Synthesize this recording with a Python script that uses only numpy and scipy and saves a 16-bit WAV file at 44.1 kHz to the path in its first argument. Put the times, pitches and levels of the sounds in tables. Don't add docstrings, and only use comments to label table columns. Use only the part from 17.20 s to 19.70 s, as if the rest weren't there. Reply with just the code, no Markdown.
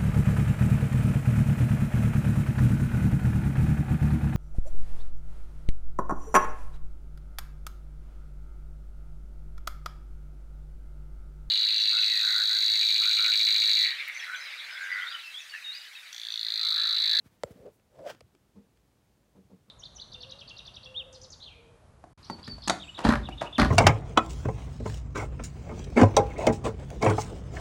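import sys
import numpy as np
from scipy import signal
from scipy.fft import rfft, irfft
from scipy.io import wavfile
from scipy.ndimage import uniform_filter1d

SR = 44100
rng = np.random.default_rng(int(sys.argv[2]) if len(sys.argv) > 2 else 0)


def output_pcm(signal):
    pcm = np.clip(np.atleast_2d(signal).T, -1, 1) * 32767
    wavfile.write(sys.argv[1], SR, np.round(pcm).astype(np.int16))


N = 110250


def from_db(db):
    return 10 ** (np.asarray(db) / 20)


def rms_one(x):
    return x / np.sqrt(np.mean(x ** 2) + 1e-20)


def since(s):
    return np.maximum(np.arange(N) / SR - s, 0)


def level(rows):
    s, db = np.transpose(rows)
    return from_db(np.interp(since(0), s, db, left=-200, right=-200))


def swell(t, peak_s):
    return t / peak_s * np.exp(1 - t / peak_s)


def hump(peak_s, width_s, db):
    return from_db(db) * np.exp(-.5 * ((since(0) - peak_s) / width_s) ** 2)


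def coloured(x, points):
    hz, db = np.transpose(points)
    f = np.maximum(np.fft.rfftfreq(N, 1 / SR), 1)
    gain = from_db(np.interp(np.log(f), np.log(hz), db))
    return rms_one(irfft(rfft(x) * gain, N))


def noise(points):
    return coloured(rng.standard_normal(N), points)


def resonance(x, hz, width_hz, order=1):
    edges = [max(hz - width_hz / 2, 10), hz + width_hz / 2]
    return signal.sosfilt(signal.butter(order, edges, "band", fs=SR, output="sos"), x + 1e-18)


def noise_band(hz, width_hz, order=2):
    return resonance(rng.standard_normal(N), hz, width_hz, order)


def evened(x, span_s):
    power = uniform_filter1d(np.abs(signal.hilbert(x)) ** 2 / 2, max(int(span_s * SR), 1))
    return x / np.sqrt(np.maximum(power, 0) + 1e-18)


def damped(t, hz, db, t60):
    return from_db(db - 60 * np.minimum(t / t60, 5)) * np.sin(2 * np.pi * hz * t)


def room_tone():
    # freq_hz, gain_db
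    room_colour = [(20, -42), (35, -9.5), (55, -3.5), (80, 0.5), (115, 2.5), (190, -3), (300, -6),
                   (500, -9.5), (1000, -16.5), (2000, -21.5), (4000, -24.5), (8000, -27), (15500, -31.5)]
    hum = rms_one(noise_band(hz=55.8, width_hz=4.6))
    return from_db(-68.5) * noise(room_colour) + from_db(-78) * hum


def brushes():
    # peak_s, width_s, level_db
    strokes = [(0.066, 0.014, -65.5), (0.137, 0.028, -73), (0.272, 0.044, -68.5), (0.315, 0.007, -65.5),
               (0.386, 0.052, -71.5)]
    # freq_hz, gain_db
    skin_colour = [(300, 3), (1800, 4.5), (4000, -2.5), (8000, -6.5), (15500, -8)]
    air = rms_one(noise_band(hz=12800, width_hz=12800, order=1))
    swish = air * hump(peak_s=0.545, width_s=0.025, db=-74.5)
    return noise(skin_colour) * sum(hump(*stroke) for stroke in strokes) + swish


def thumps():
    # start_s, level_db
    knocks = [(0.0588, -48.5), (0.1193, -62.5), (0.2405, -39.5), (0.3061, -42), (0.397, -48.5),
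              (1.0175, -58.5)]
    start_hz, end_hz, fall_s, low_cut_hz = 367, 48, 0.0051, 45.6
    out = np.zeros(N)
    for s, db in knocks:
        t = since(s)
        turns = end_hz * t + (start_hz - end_hz) * fall_s * (1 - np.exp(-t / fall_s))
        out += from_db(db) * swell(t, peak_s=0.0045) * np.sin(2 * np.pi * turns)
    return signal.sosfilt(signal.butter(2, low_cut_hz, "high", fs=SR, output="sos"), out)


def snaps():
    # start_s, level_db, pop_db
    hits = [(0.2348, -29.5, -22), (0.9131, -44.5, -54.5)]
    # freq_hz, gain_db
    crack_colour = [(60, -32), (400, 12), (2000, -1), (2800, -0.5), (4300, 0), (6000, -15.5), (7800, -4),
                    (10000, -14), (12200, -20), (15500, -49), (20000, -60)]
    # pitch_hz, level_db, t60_s
    pitch_hz = [900, 1350, 1990, 2250, 3090, 4470, 5500, 7608, 8257, 9280, 12080]
    level_db = [1.5, -8.5, -2, -13, -17, -5, -5.5, -19, -25, -23, -28]
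    t60_s = [0.013, 0.024, 0.011, 0.014, 0.021, .007, 0.0045, .05, 0.026, 0.03, 0.028]
    rise_s, crack_decay_s = 0.00005, 0.00081
    out = np.zeros(N)
    for s, db, pop_db in hits:
        t = since(s)
        modes = zip(pitch_hz, level_db, t60_s)
        ring = sum((-1) ** k * damped(t, *mode) for k, mode in enumerate(modes))
        crack = from_db(1.5) * evened(noise(crack_colour), 0.003) * np.exp(-t / crack_decay_s)
        attack = 1 - np.exp(-t / rise_s)
        out += from_db(db) * (ring + crack) * attack + pop(s, pop_db)
    return out


def pop(s, db, lag_s=0.0011):
    click = np.zeros(N)
    click[int((s + lag_s) * SR)] = 1
    ring = resonance(click, hz=534, width_hz=157, order=2)
    return from_db(db) * ring / np.abs(ring).max()


def room_tail(x, wet_db=-28, t60_s=0.37):
    tail = rng.standard_normal(N) * np.exp(-np.log(1000) * since(0) / t60_s)
    return from_db(wet_db) * signal.fftconvolve(x, tail / np.sqrt(np.sum(tail ** 2)))[:N]


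def slips(per_s, spread_db=2):
    sizes = from_db(spread_db * np.minimum(rng.exponential(1, N), 4)) * rng.choice([-1, 1], N)
    return sizes * (rng.random(N) < per_s / SR)


def pull(friction, hollow_hz, width_hz, rub_db, ring_db):
    # freq_hz, gain_db
    rub_colour = [(30, -60), (150, -8), (300, -3.5), (500, 6), (850, -5.5), (1250, -11), (2000, -17),
                  (3500, -22), (6000, -25.5), (10000, -36.5), (15500, -39)]
    # pitch_hz, level_db, width_hz
    barrel_modes = [(5800, -9, 500), (7690, 0, 80), (9600, -2, 250), (12500, -10, 500)]
    drive = slips(per_s=2500)
    hollow = evened(resonance(drive, hollow_hz, width_hz, order=2), 0.01)
    walls = evened(coloured(slips(per_s=2500), rub_colour), 0.016)
    ring = sum(from_db(db) * rms_one(resonance(drive, hz, width)) for hz, db, width in barrel_modes)
    force = level(friction)
    rub_gain = (force / from_db(-51)) ** 0.54
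    return force * hollow + rub_gain * (from_db(rub_db) * walls + from_db(ring_db) * ring)


def pulls():
    # time_s, level_db
    first_friction = [(0.24, -61), (0.278, -52.5), (0.295, -62), (0.315, -54), (0.345, -68), (0.41, -56),
                      (0.45, -55.5), (0.459, -45), (0.476, -44), (0.495, -54), (0.51, -69), (0.56, -95)]
    second_friction = [(0.70, -83), (0.755, -58), (0.78, -60), (0.792, -47.5), (0.815, -53), (0.85, -45),
                       (0.868, -33), (0.885, -46.5), (0.903, -42.5), (0.925, -66), (0.99, -116)]
    first = pull(first_friction, hollow_hz=493, width_hz=149, rub_db=-63, ring_db=-93)
    second = pull(second_friction, hollow_hz=598, width_hz=127, rub_db=-58.5, ring_db=-81.5)
    return first + second


def rumbles():
    # peak_s, width_s, level_db, pitch_hz
    shifts = [(0.366, 0.013, -56.5, 214), (0.458, 0.02, -56, 270), (0.495, 0.018, -65.5, 85),
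              (0.80, 0.021, -58, 129), (0.811, 0.018, -55, 376), (0.935, 0.019, -61, 138),
              (0.938, 0.02, -61, 292), (1.048, 0.015, -58, 96), (1.155, 0.011, -65.5, 282),
              (2.26, 0.013, -61, 110), (2.42, 0.019, -65.5, 112)]
    return sum(hump(s, width_s, db) * evened(noise_band(hz, width_hz=0.59 * hz), 0.027)
               for s, width_s, db, hz in shifts)


def ticks(decay_s=0.002):
    # start_s, level_db, pop_db
    contacts = [(0.598, -66, -68), (0.8728, -49, -57), (0.8742, -49, -43), (0.8959, -43, -68),
                (0.9005, -44.5, -41), (0.9065, -43, -43.5), (0.9487, -53.5, -66), (1.0071, -48, -53),
                (1.0098, -58, -46), (1.1503, -57, -76), (1.573, -64, -80)]
    # freq_hz, gain_db
    grit_colour = [(60, -35), (500, 0), (1200, 4), (1800, -4.5), (2450, 2.5), (3200, 0.5), (3900, -9),
                   (5000, -8), (6500, -14.5), (9500, -17), (15500, -34), (20000, -47)]
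    # pitch_hz, level_db, t60_s
    modes = [(2370, -5, 0.017), (3170, -13, .012), (4900, -6.5, .008)]
    out, grit = np.zeros(N), evened(noise(grit_colour), 0.00095)
    for s, db, pop_db in contacts:
        t = since(s)
        crunch = grit * (t > 0) * np.exp(-t / decay_s)
        ring = sum(damped(t, *mode) for mode in modes)
        out += from_db(db) * (crunch + ring) + pop(s, pop_db)
    return out


def rasp():
    # time_s, level_db
    scrape = [(0.845, -70), (0.872, -53), (0.892, -47.5), (0.901, -43.5), (0.914, -49.5), (0.922, -56),
              (0.945, -66), (1.0, -77)]
    # freq_hz, gain_db
    rim_colour = [(40, -45), (200, -26), (800, -5), (1100, -7.5), (1490, 3.5), (2200, -11), (3150, -5),
                  (3900, -15), (4800, -11.5), (7700, -19), (11200, -28), (15500, -24)]
    return level(scrape) * evened(coloured(slips(per_s=1800), rim_colour), 0.008)


def bumps():
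    # start_s, rise_s, decay_s, level_db, relative_scuff_db
    hits = [(1.348, 0.029, 0.028, -47, -11.5), (2.147, 0.045, 0.026, -52, -7),
            (2.295, 0.045, 0.016, -49, -10.5), (2.475, 0.021, .025, -59, -4.5)]
    # pitch_hz, relative_db, width_hz
    board_modes = [(91, -8.5, 11), (193.1, 4.5, 18), (270.6, -8.5, 17), (377, -15, 25), (462.3, -7.5, 16.4)]
    # freq_hz, gain_db
    scuff_colour = [(25, -37), (80, -4), (220, 2), (480, -2.5), (680, -12.5), (1150, -15), (1700, -29),
                    (5000, -33.5), (15500, -52)]
    bands = [from_db(db) * evened(noise_band(hz, width), 0.012) for hz, db, width in board_modes]
    board = rms_one(sum(bands))
    out, friction = np.zeros(N), evened(noise(scuff_colour), 0.025)
    for s, rise_s, decay_s, db, scuff_db in hits:
        t = since(s)
        ring = board * np.minimum(t / rise_s, 1) ** 2 * np.exp(-since(s + rise_s) / decay_s)
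        scuff = from_db(scuff_db) * swell(t, peak_s=0.019) * friction
        out += from_db(db) * (ring + scuff)
    return out


def scene():
    marker = snaps() + ticks() + pulls() + rasp()
    return (marker + room_tail(marker) + thumps() + rumbles() + brushes() + bumps() + room_tone())[None]


def record(dry):
    cutoff_hz = 15820
    return signal.sosfilt(signal.ellip(12, .1, 80, cutoff_hz, fs=SR, output="sos"), dry)


dry = scene()
out = record(dry)
output_pcm(out)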